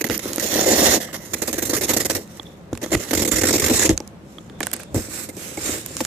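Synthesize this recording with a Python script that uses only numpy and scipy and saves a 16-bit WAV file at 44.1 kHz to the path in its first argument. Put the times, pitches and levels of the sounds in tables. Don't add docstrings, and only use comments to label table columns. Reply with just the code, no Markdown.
import sys
import numpy as np
from scipy import signal
from scipy.fft import rfft, irfft, next_fast_len
from scipy.io import wavfile
from scipy.ndimage import uniform_filter1d, map_coordinates

SR = 44100
rng = np.random.default_rng(int(sys.argv[2]) if len(sys.argv) > 2 else 0)


def how_loud(loudness_db):
    steps = np.asarray(loudness_db, float) / 20
    return 10 ** steps


def master_out(mix):
    frames = np.transpose(np.atleast_2d(mix))
    ceiling = np.clip(frames, -1, 1)
    pcm = np.round(ceiling * 32767).astype(np.int16)
    wavfile.write(sys.argv[1], SR, pcm)


N = 267239
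TIME = np.arange(N) / SR

# time in seconds, rasp level in dB.
PICK = [(0, -26), (.06, -76), (.09, -29.5), (.15, -24.5), (.172, -31), (.186, -41), (.21, -33.5),
        (.27, -23), (.35, -30)]
LIFT = [(.45, -25.5), (.57, -17), (0.616, -17), (.635, -23.5), (.645, -20), (.653, -26)]
RIP = [(0.662, -16.5), (.73, -16), (.75, -19.5), (.8, -12.5), (.83, -16.5), (.89, -13), (.92, -17),
       (.94, -16), (0.968, -19), (0.984, -30), (1.01, -43.5)]
TUG = [(1.3, -38.5), (1.47, -32.5), (1.72, -28.5), (1.77, -22.5), (1.8, -30.5), (1.98, -24.5), (2.08, -36),
       (2.171, -25), (2.25, -48.5)]
REGRIP = [(2.36, -41), (2.62, -61), (2.7, -64), (2.74, -42), (2.8, -49), (2.85, -34), (2.95, -33.5),
          (3.05, -28), (3.1, -29)]
HAUL = [(3.191, -20), (3.3, -35), (3.34, -18.5), (3.41, -25), (3.5, -18), (3.57, -21.5), (3.73, -20.5),
        (3.84, -14.5), (3.868, -14.5), (3.88, -22.5)]
REST = [(3.92, -29), (3.96, -45.5), (4.18, -64.5), (4.33, -47.5), (4.58, -60), (4.62, -37.5)]
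CRUMPLE = [(4.72, -53), (4.74, -42.5), (4.89, -59), (4.93, -52)]
SLIDE = [(4.99, -31), (5.09, -38), (5.14, -29.5), (5.24, -31.5), (5.275, -42.5), (5.33, -48)]
BRUSH = [(5.41, -30.5), (5.56, -34.5), (5.67, -21.5), (5.72, -21.5), (5.85, -37.5), (6.06, -31)]
STROKES = [PICK, LIFT, RIP, TUG, REGRIP, HAUL, REST, CRUMPLE, SLIDE, BRUSH]
# film ring over rasp in dB, box over rasp in dB, boom over box in dB,
# lid panels in dB, highest hiss in dB.
GRIPS = [(-5, -8, -13, 1, -4), (-8.5, -11, -9, 6.5, -3), (-4, -5.5, -11.5, 8, -3.5), (-5.5, -7, 1, 3, -2.5),
         (-5, -8.5, -30, 3.5, -12), (-5, -10, 3, 1, -6.5), (-7.5, -11.5, -14, 2.5, -21),
         (7.5, -2, -10, 8, -32), (-1.5, -13, -1, 2.5, -2), (-4.5, -10.5, -4, 3, -7)]
# peak in Hz, peak in dB, hollow in Hz, hollow in dB.
STRIP_COLOUR = [(13000, 0.5, 8000, -6.5), (6300, 0.5, 7900, -4), (6300, 0.5, 7000, 0.5),
                (7500, 0, 3150, -4), (7550, -1, 5000, -2), (7400, 3, 3100, -3), (6800, -1, 4100, -1),
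                (3500, -2, 4400, 3), (8300, 3.5, 3140, -6.5), (7800, 1, 3750, -0.5)]
# time in seconds, left minus right in dB.
SIDEWAYS = [(0.0, -11), (2.38, -8.5), (3.34, -10.5), (3.68, -7), (5.33, -9.5), (6.06, -6.5)]

# start in seconds, length in ms, rasp in dB, box knock in dB.
CATCHES = [(.009, 12.4, -20.5, -20), (.016, 2.3, -28, -40), (.041, 7.6, -17.5, -13.5), (.05, 10, -28, -26),
           (.064, 13.4, -24.5, -23), (.097, 16, -42, -13), (.107, 10, -22.5, -33), (.191, 8.4, -24.5, -27),
           (.397, 35, -26, -29), (.424, 26, -23, -20.5), (1.001, 52, -30, -27.5), (1.128, 12, -31.5, -33),
           (1.14, 26, -29.5, -32.5), (2.815, 21, -32, -23), (2.828, 20, -25.5, -18), (2.905, 10, -34, -38),
           (2.917, 15, -19, -11.5), (2.928, 22, -18.5, -13), (2.998, 16, -34, -24), (3.7, 47, -40, -14),
           (3.892, 23.5, -20.5, -9)]
# start in seconds, length in ms, rasp in dB, box knock in dB.
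TAPS = [(4.604, 12, -46, -18), (4.63, 5.4, -25, -26), (4.731, 12.6, -32.5, -32), (4.791, 48, -47.5, -43),
        (4.945, 40, -30, -25), (5.288, 14.6, -35, -22), (5.366, 22, -39, -28), (5.572, 5.8, -32, -18),
        (5.967, 52, -32.5, -44), (6.005, 9.5, -24, -16), (6.04, 14, -38, -39)]
# start in seconds, length in ms, rasp in dB.
STUTTER = [(1.334, 13, -18), (1.418, 20, -20), (1.476, 22, -21.5), (1.529, 5.4, -18.5), (1.538, 7.6, -21.5),
           (1.58, 15, -20), (1.621, 18, -20.5), (1.652, 30, -24), (1.694, 18.4, -20), (1.732, 24, -22),
           (1.765, 21, -23), (1.81, 25, -21.5), (1.834, 23, -20.5), (1.881, 29, -25), (1.891, 25, -16.5),
           (1.907, 12, -31), (1.934, 12, -17), (1.965, 9.3, -13.5), (1.996, 4, -24), (2.002, 15.6, -17.5),
           (2.048, 3, -18), (2.053, 13.5, -17), (2.097, 20.3, -16.5), (2.149, 23, -20.5)]
# start in seconds, length in ms, rasp in dB.
CHATTER = [(3.108, 8.4, -16), (3.132, 7.9, -13.5), (3.149, 6.2, -15), (3.172, 10, -19), (3.194, 21, -23.5),
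           (3.218, 20, -18), (3.25, 14.5, -18), (3.275, 17, -18), (3.313, 24, -18.5), (3.358, 25, -20.5),
           (3.384, 13, -20), (3.412, 14, -17), (3.434, 9.4, -13.5), (3.451, 10, -17.5), (3.468, 18, -19.5),
           (3.487, 16, -18.5), (3.507, 5.8, -16), (3.527, 42, -18), (3.58, 8.6, -20), (3.597, 7.7, -18),
           (3.62, 8.1, -18), (3.64, 8.7, -15.5), (3.661, 13, -17), (3.681, 9.4, -18), (3.697, 16, -16),
           (3.737, 19, -31), (3.793, 9.8, -18), (3.848, 19, -17)]

# start in seconds, peak in dB, pitch in Hz, film ring over peak in dB.
SNAPS = [(.088, -25, 6300, -7), (.099, -16, 5300, 8.5), (.107, -26, 7460, 17), (.122, -25, 13000, 2),
         (.178, -13, 11700, -25), (.1785, -28, 5500, -10), (.193, -28, 7460, 11), (.332, -17, 11500, -8),
         (.333, -16, 6800, 1), (.36, -8.5, 11900, -12), (.382, -14.5, 6560, 4.5), (.398, -15.5, 6500, 1),
         (.403, -23, 8060, -6), (.425, -28, 9000, -13), (.488, -20, 10000, -14), (.541, -11.5, 7200, -35),
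         (1.086, -47, 6100, 15), (2.276, -38, 7100, 3), (2.373, -33, 7700, -1), (2.397, -24, 3390, -7),
         (2.431, -36.5, 7300, 4), (2.467, -37, 3480, -18), (2.731, -27.5, 7000, 8.5),
         (2.752, -36, 6000, 16.5), (2.775, -26, 7660, 9), (2.862, -25, 6700, 6), (2.951, -16.5, 8300, 14),
         (2.976, -26, 6000, -4)]
# start in seconds, peak in dB, pitch in Hz, ring over peak in dB.
CRACKLES = [(3.893, -6.5, 6500, -3), (3.977, -9, 6500, -10), (4.003, -25, 5870, 6),
            (4.076, -27.5, 7100, -38), (4.384, -31, 3340, -2), (4.498, -44, 3500, 14),
            (4.605, -17.5, 8700, 8.5), (4.63, -18.5, 6800, 10), (4.662, -27, 10000, -19),
            (4.669, -12.5, 8800, 0.5), (4.715, -22, 8200, 1), (4.732, -16, 9000, -10),
            (4.736, -9, 12000, -15), (4.739, -15, 10000, -7), (4.765, -24, 8300, -2),
            (4.796, -31, 10000, 0), (4.804, -26, 11000, -2), (4.834, -30, 9400, 5.5),
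            (4.945, -19.5, 7700, -25), (5.296, -37, 2100, -12), (5.575, -30, 2200, -14),
            (5.368, -27, 8000, -27), (5.862, -14.5, 13000, -8), (5.968, -16.5, 7050, -2.5),
            (6.005, -27.5, 4800, 22.5), (6.05, -11, 6840, 1)]
# start in seconds, peak in dB.
TAUT_SNAPS = [(1.475, -20), (1.529, -15), (1.893, -26), (2.049, -23), (3.134, -25), (3.151, -25),
              (3.249, -14), (3.333, -15), (3.384, -10), (3.471, -14), (3.487, -10), (3.599, -8)]
# start in seconds, peak in dB, pitch in Hz.
POCKS = [(.012, -17, 1970), (.043, -13.5, 1990), (1.088, -32, 1200), (2.396, -32.5, 1140),
         (2.398, -39, 844), (2.933, -13.5, 2000), (2.949, -11.5, 2010), (4.006, -30, 830),
         (4.384, -36, 1230), (4.607, -16, 1700), (4.607, -24.5, 1150), (4.608, -21, 2370),
         (4.632, -31, 2300), (4.67, -23, 1500), (4.8, -31, 2500), (4.8, -30, 1610), (4.96, -27.5, 1990),
         (5.576, -26.5, 814), (6.005, -19, 860)]
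# start in seconds, push in dB.
KNOCKS = [(.122, -17.5), (.36, -29), (0.381, -12), (1.894, -10), (2.397, -24.5), (2.729, -11), (1.965, -9),
          (2.1, -11), (2.862, -19), (2.951, -6.5), (3.132, -7), (3.333, -15), (3.696, -12), (4.004, -21.5),
          (4.384, -32), (4.946, -10.5)]
# start in seconds, push in dB.
MORE_KNOCKS = [(.099, -9), (0.257, -16), (.319, -20), (.969, -18), (.98, -22), (1.422, -15.5), (1.696, -14),
               (1.733, -11.5), (3.222, -17.5), (3.277, -15), (3.436, -10), (3.543, -9.5), (3.557, -9.5),
               (3.714, -7.5), (3.903, -11), (4.953, -14), (4.961, -14.5), (5.085, -26)]
# start in seconds, push in dB, rumble in dB.
THUMPS = [
    (0.109, -43, -31),
    (2.73, -35, -33.5),
    (2.946, -32, -21.5),
    (3.897, -26.5, -16),
    (4.961, -28.5, -19),
]

# centre in Hz, width in Hz, level in dB.
FILM = [(1030, 5550, -0.5), (2143, 370, 8)]
# centre in Hz, width in Hz, level in dB.
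TAUT = [(1816, 450, -0.5), (6300, 1000, -4)]
# centre in Hz, width in Hz, level in dB.
BOX = [(194, 124, -5.5), (232.7, 49.3, 2), (321.8, 55.5, 1.5), (436, 68, -0.5)]
# centre in Hz, width in Hz, level in dB.
FLAPS = [(506, 66.6, 0), (652, 268, -9), (757.5, 172, -9.5)]
# centre in Hz, width in Hz, level in dB.
CAVITY = [(70, 28, -2), (101, 28, 0), (135, 30, -7)]
# centre in Hz, width in Hz, level in dB.
KNOCK_RING = [(313, 67, 1), (400, 450, -28), (484, 65, -8)]
# frequency in Hz, left in dB, right in dB.
PORTS = [(2470, 7.5, 7), (3040, -0.5, -0.5), (3820, 1.5, -2), (4800, -13, -2.5), (5320, 3.5, -2),
         (7100, -4.5, 7.5), (8300, -4, 1), (9640, -8, -2), (12100, -9, 3), (15400, -21, 3)]
# frequency in Hz, density in dB per Hz.
GARDEN = [(15, -37), (25, -23), (53, -11), (109, -3), (207, 1.5), (309, -16), (344, -16), (515, -13.5),
          (1150, -18.5), (6900, -38.5), (15000, -48)]
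# frequency in Hz, left-right likeness from 0 to 1.
ALIKE = [(60, 1), (290, 0.81), (640, 0.52), (1400, 0), (15000, 0)]
# time in seconds, level in dB.
INSECT = [(2.44, -78), (2.46, -54), (2.56, -61), (2.63, -90), (4.48, -90), (4.55, -60), (4.92, -58),
          (4.95, -85)]

TAPE_GONE_S, GRIP_CHANGE_S, LID_LAG_S = 3.95, 0.11, 0.00024
PATCH_DB, STRIP_OCTAVES = 3, 0.17
IDLE_BOX_DB, IDLE_BOOM_DB = -48, -48.5
STUTTER_KNOCK_DB, CHATTER_KNOCK_DB, SNAP_KNOCK_DB = 0.5, 2.5, -23.5
TAUT_SNAP_HZ, TAUT_RING_DB = 7600, -61
RUMBLE_PEAK_S, RUMBLE_RISE_S, RUMBLE_T60_S, RUMBLE_WALLS_DB = 0.019, 0.21, 0.15, -8.5
POCK_CYCLES = 31
TOP_HZ = 14650


def unit(x):
    return x / np.sqrt(np.mean(x ** 2) + 1e-20)


def along(hz, at, values):
    return np.interp(np.log(hz + 1), np.log(np.add(at, 1)), values)


def filtered(x, response):
    m = next_fast_len(N + SR // 4)
    hz = np.fft.rfftfreq(m, 1 / SR)
    return irfft(rfft(x, m) * response(hz), m)[..., :N]


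def modes(table):
    def response(f):
        total = 0
        for k, (centre, width, db) in enumerate(table):
            resonance = 1j * f * width / (centre * centre - f * f + 1j * f * width)
            total = total + (-1) ** k * how_loud(db) * resonance
        return total
    return response


def above(hz, edge_hz):
    s = 1j * hz / edge_hz
    return (s * s / (s * s + np.sqrt(2) * s + 1)) ** 2


def ports(hz):
    at, left, right = np.transpose(PORTS)
    return how_loud([along(hz, at, left), along(hz, at, right)])


def wobble(rate):
    knots = rng.standard_normal(int(N * rate / SR) + 4)
    return map_coordinates(knots, [TIME * rate])


def hand():
    rasp_db = np.interp(TIME, *np.concatenate(STROKES).T)
    starts = [stroke[0][0] for stroke in STROKES[1:]]
    which = np.searchsorted(starts, TIME + GRIP_CHANGE_S)
    grip = np.transpose(GRIPS)[:, which] * 1.0
    grip = uniform_filter1d(grip, size=round(GRIP_CHANGE_S * SR), axis=1)
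    ring_db, walls_db, air_db, lid_db, sheen_db = grip
    shaking = rumble()
    box_power = how_loud(rasp_db + walls_db) ** 2 + how_loud(IDLE_BOX_DB) ** 2 + how_loud(RUMBLE_WALLS_DB) ** 2 * shaking
    boom_power = how_loud(rasp_db + walls_db + air_db) ** 2 + how_loud(IDLE_BOOM_DB) ** 2 + shaking
    return rasp_db, ring_db, 10 * np.log10(box_power), 10 * np.log10(boom_power), lid_db, sheen_db


def slips():
    tug = [(s, ms, db, db + STUTTER_KNOCK_DB) for s, ms, db in STUTTER]
    haul = [(s, ms, db, db + CHATTER_KNOCK_DB) for s, ms, db in CHATTER]
    return sorted(map(tuple, [*CATCHES, *TAPS, *tug, *haul]))


def bursts(column):
    power = np.zeros(N + SR)
    t = np.arange(SR // 10) / SR
    for row in slips():
        length = row[1] / 1000
        attack = 1 - np.exp(-t / 0.00094)
        plateau = how_loud(-5 * t / length) + 0.39 * how_loud(-60 * t / 0.0038)
        stop = how_loud(-60 * np.maximum(t - length, 0) / 0.023)
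        power[round(row[0] * SR):][:len(t)] += (how_loud(row[column]) * attack * plateau * stop) ** 2
    return power[:N]


def sticking(depth_db, ms):
    starts = np.append(np.transpose(slips())[0], 2 * N / SR)
    ahead = starts[np.searchsorted(starts, TIME)] - TIME
    return how_loud(-depth_db * np.exp(-(ahead * 1000 / ms - 1) ** 2))


def fibres(shared, lag_s, spread_db):
    common, left, right = rng.standard_normal((3, N))
    late = np.roll(common, round(lag_s * SR))
    pair = np.sqrt(shared) * np.array([late, common]) + np.sqrt(1 - shared) * np.array([left, right])
    return unit(pair * how_loud(spread_db * wobble(900) + 1.1 * wobble(130)))


def patchy(x, depth_db):
    _, t, z = signal.stft(x, SR, nperseg=256)
    drift = uniform_filter1d(rng.standard_normal(z.shape[1:]), size=24, axis=1)
    shape_after_slip = np.searchsorted(np.transpose(slips())[0], t)
    jumps = rng.standard_normal(z.shape[1:])[:, shape_after_slip]
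    field = uniform_filter1d(unit(drift) + 0.82 * jumps, size=3, axis=0)
    return unit(signal.istft(z * how_loud(depth_db * unit(field)), SR, nperseg=256)[1][:, :N])


def strip(x):
    hz, t, z = signal.stft(x, SR, nperseg=256)
    starts = [stroke[0][0] for stroke in STROKES[1:]]
    which = np.searchsorted(starts, t + GRIP_CHANGE_S / 2)
    peak_hz, peak_db, hollow_hz, hollow_db = np.transpose(STRIP_COLOUR)[:, which]

    def bell(centre_hz):
        octaves = np.log2((hz[:, None] + 1) / centre_hz)
        return np.exp(-(octaves / STRIP_OCTAVES) ** 2 / 2)

    gain = how_loud(peak_db * bell(peak_hz) + hollow_db * bell(hollow_hz))
    return signal.istft(z * gain, SR, nperseg=256)[1][:, :N]


def peel():
    rasp_db, ring_db, _, _, lid_db, sheen_db = hand()
    steady = how_loud(rasp_db + 2.2 * (TIME < TAPE_GONE_S) * wobble(45)) * sticking(depth_db=3.5, ms=4.5)
    slip_power = bursts(column=2)
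    drive = np.sqrt(steady ** 2 + how_loud(7.0) * slip_power)
    pluck = np.sqrt(steady ** 2 + how_loud(5.5) * slip_power)

    threads = patchy(fibres(shared=0.12, lag_s=.0003, spread_db=2.0), depth_db=PATCH_DB)
    hiss = unit(filtered(threads, lambda f: ports(f) * above(f, 2920)))
    top = filtered(hiss, lambda f: np.abs(above(f, 9800)))
    hiss = hiss + (how_loud(sheen_db) - 1) * top

    threads = patchy(fibres(shared=0.52, lag_s=.00007, spread_db=2.0), depth_db=PATCH_DB)
    film = filtered(threads, modes(FILM))
    film = (film + how_loud(lid_db) * filtered(threads, modes(TAUT))) / np.std(film)
    rubbing = fibres(shared=0.058, lag_s=0, spread_db=1.5)
    skin = unit(filtered(rubbing, modes([(1700, 1660, 0.95), (8340, 1900, 0.13)])))
    body = np.where(TIME < TAPE_GONE_S, film, skin) * how_loud([[-3], [2.5]])
    return strip(drive * hiss + pluck * how_loud(ring_db - 4.0) * body)


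def box():
    _, _, box_db, boom_db, lid_db, _ = hand()
    shake = np.sqrt(how_loud(box_db + 0.67 * wobble(60)) ** 2 + how_loud(-11.5) * bursts(column=3))
    force = fibres(shared=1.0, lag_s=.00005, spread_db=4.0)
    force = shake * force / np.std(filtered(force, modes(BOX + FLAPS)))
    slip_pushes = [(row[0], row[-1]) for row in slips()]
    snap_pushes = [(row[0], row[1] + SNAP_KNOCK_DB) for row in all_snaps()]
    for s, db in slip_pushes + snap_pushes:
        force[:, round(s * SR):][:, :30] -= how_loud(db + 13.0) * signal.windows.hann(30)
    walls = filtered(force, lambda f: modes(BOX)(f) * how_loud([along(f, [150, 400], [-1.5, 1.2]), 0 * f]))
    lid = filtered(force * how_loud(0.65 * lid_db), modes(FLAPS[:1]))
    lid = lid - filtered(force * how_loud(1.31 * lid_db), modes(FLAPS[1:]))
    lid = np.array([np.roll(lid[0], round(LID_LAG_S * SR)), lid[1]]) * how_loud([[1.5], [-1.5]])
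    sway = unit(filtered(fibres(shared=0.78, lag_s=0, spread_db=1.0), modes(CAVITY))) * how_loud(boom_db - 3.5)
    air = (sway + thumps()) * how_loud([[-1.8], [1.5]])
    return filtered(walls + lid + air, lambda f: above(f, 28.4))


def garden():
    def shape(f):
        likeness = np.clip(along(f, *np.transpose(ALIKE)), -1, 1)
        turn = np.arccos(likeness) / 2
        return how_loud(along(f, *np.transpose(GARDEN))) * np.array([np.cos(turn), np.sin(turn)])

    mid, side = filtered(rng.standard_normal((2, N)), shape)
    return how_loud(-43 + 0.93 * wobble(4.37)) * unit(np.array([mid + side, mid - side]))


def pocks():
    out, t = np.zeros(N + SR), np.arange(SR // 20) / SR
    for s, db, hz in POCKS:
        decay = how_loud(db - 60 * t * hz / POCK_CYCLES)
        out[round(s * SR):][:len(t)] -= decay * np.sin(2 * np.pi * hz * t)
    return out[:N] * how_loud([[-2.5], [2.5]])


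def all_snaps():
    taut = [(s, db, TAUT_SNAP_HZ, TAUT_RING_DB) for s, db in TAUT_SNAPS]
    return [*SNAPS, *CRACKLES, *taut]


def snaps():
    out, t = np.zeros((2, N + SR)), np.arange(SR // 25) / SR
    ping_band = signal.butter(1, [900, 2500], "band", fs=SR)
    for s, db, hz, ring_db in all_snaps():
        tick = np.sin(2 * np.pi * hz * t) * how_loud(-60 * t * hz * hz / 1.3e5) * (1 - np.exp(-t * hz * hz / 1.2e4))
        splutter_decay = 0.71 * how_loud(-60 * t / 0.0058) + 0.055 * how_loud(-60 * t / 0.02)
        band_hz = np.clip([hz * 0.61, hz + hz * hz / 14000], 100, 20000)
        splutter = rng.standard_normal((2, len(t))) * splutter_decay
        splutter = signal.lfilter(*signal.butter(2, band_hz, "band", fs=SR), splutter)
        crack = 0.16 * np.diff(rng.standard_normal((2, len(t) + 1))) * how_loud(-60 * t / 0.0017)
        ping = signal.lfilter(*ping_band, 1.92 * rng.standard_normal(len(t)))
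        ping = how_loud(ring_db - 6.0) * ping * how_loud(-60 * t / 0.014)
        snap = how_loud(db) * (3.26 * tick + 1.77 * splutter + ping + crack)
        out[:, round(s * SR):][:, :len(t)] += snap * how_loud([[-4], [3]])
    return out[:, :N]


def knocks():
    push = np.zeros(N)
    for s, db in [*KNOCKS, *MORE_KNOCKS]:
        push[round(s * SR):][:40] += how_loud(db + 13.5) * signal.windows.hann(40)
    return filtered(push, modes(KNOCK_RING)) * how_loud([[.5], [-.5]])


def thumps():
    jolt = np.zeros(N)
    for s, db, _ in THUMPS:
        jolt[round(s * SR):][:220] += how_loud(db + 23.5) * signal.windows.hann(220)
    return -filtered(jolt, modes([(85.5, 81, -4.5), (237.7, 18, 5.5)]))


def rumble():
    power = np.zeros(N)
    for s, _, db in THUMPS:
        since = TIME - s - RUMBLE_PEAK_S
        power += how_loud(db - 60 * np.maximum(since / RUMBLE_T60_S, -since / RUMBLE_RISE_S)) ** 2
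    return power


def insect():
    buzz = unit(filtered(rng.standard_normal((2, N)), lambda f: modes([(3500, 380, 0)])(f) ** 2))
    return buzz * how_loud(np.interp(TIME, *np.transpose(INSECT)) + 1.5 * wobble(60))


def twangs():
    jerks = np.zeros(N)
    for s, _, rasp_db in CHATTER:
        jerks[round(s * SR) + 90] = how_loud(rasp_db + 11 + 2 * rng.standard_normal())
    return filtered(jerks, lambda f: modes(FILM[1:])(f) ** 2) * how_loud([[-3], [2.5]])


def scene():
    lean_db = np.interp(TIME, *np.transpose(SIDEWAYS)) + 8
    tape = peel() + snaps() + twangs() + pocks()
    return tape * how_loud([1.24 * lean_db, -.2 * lean_db]) + box() + knocks() + garden() + insect()


def band_limit(x):
    return signal.sosfilt(signal.butter(12, 15680, fs=SR, output="sos"), x)


def record(dry):
    clipped = dry / (1 + np.abs(dry / .93) ** 5) ** (1 / 5)
    mix = filtered(clipped, lambda hz: how_loud(np.interp(hz - TOP_HZ, [-150, 100, 1000], [0, -36, -48])))
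    return band_limit(mix)


dry = scene()
out = record(dry)
master_out(out)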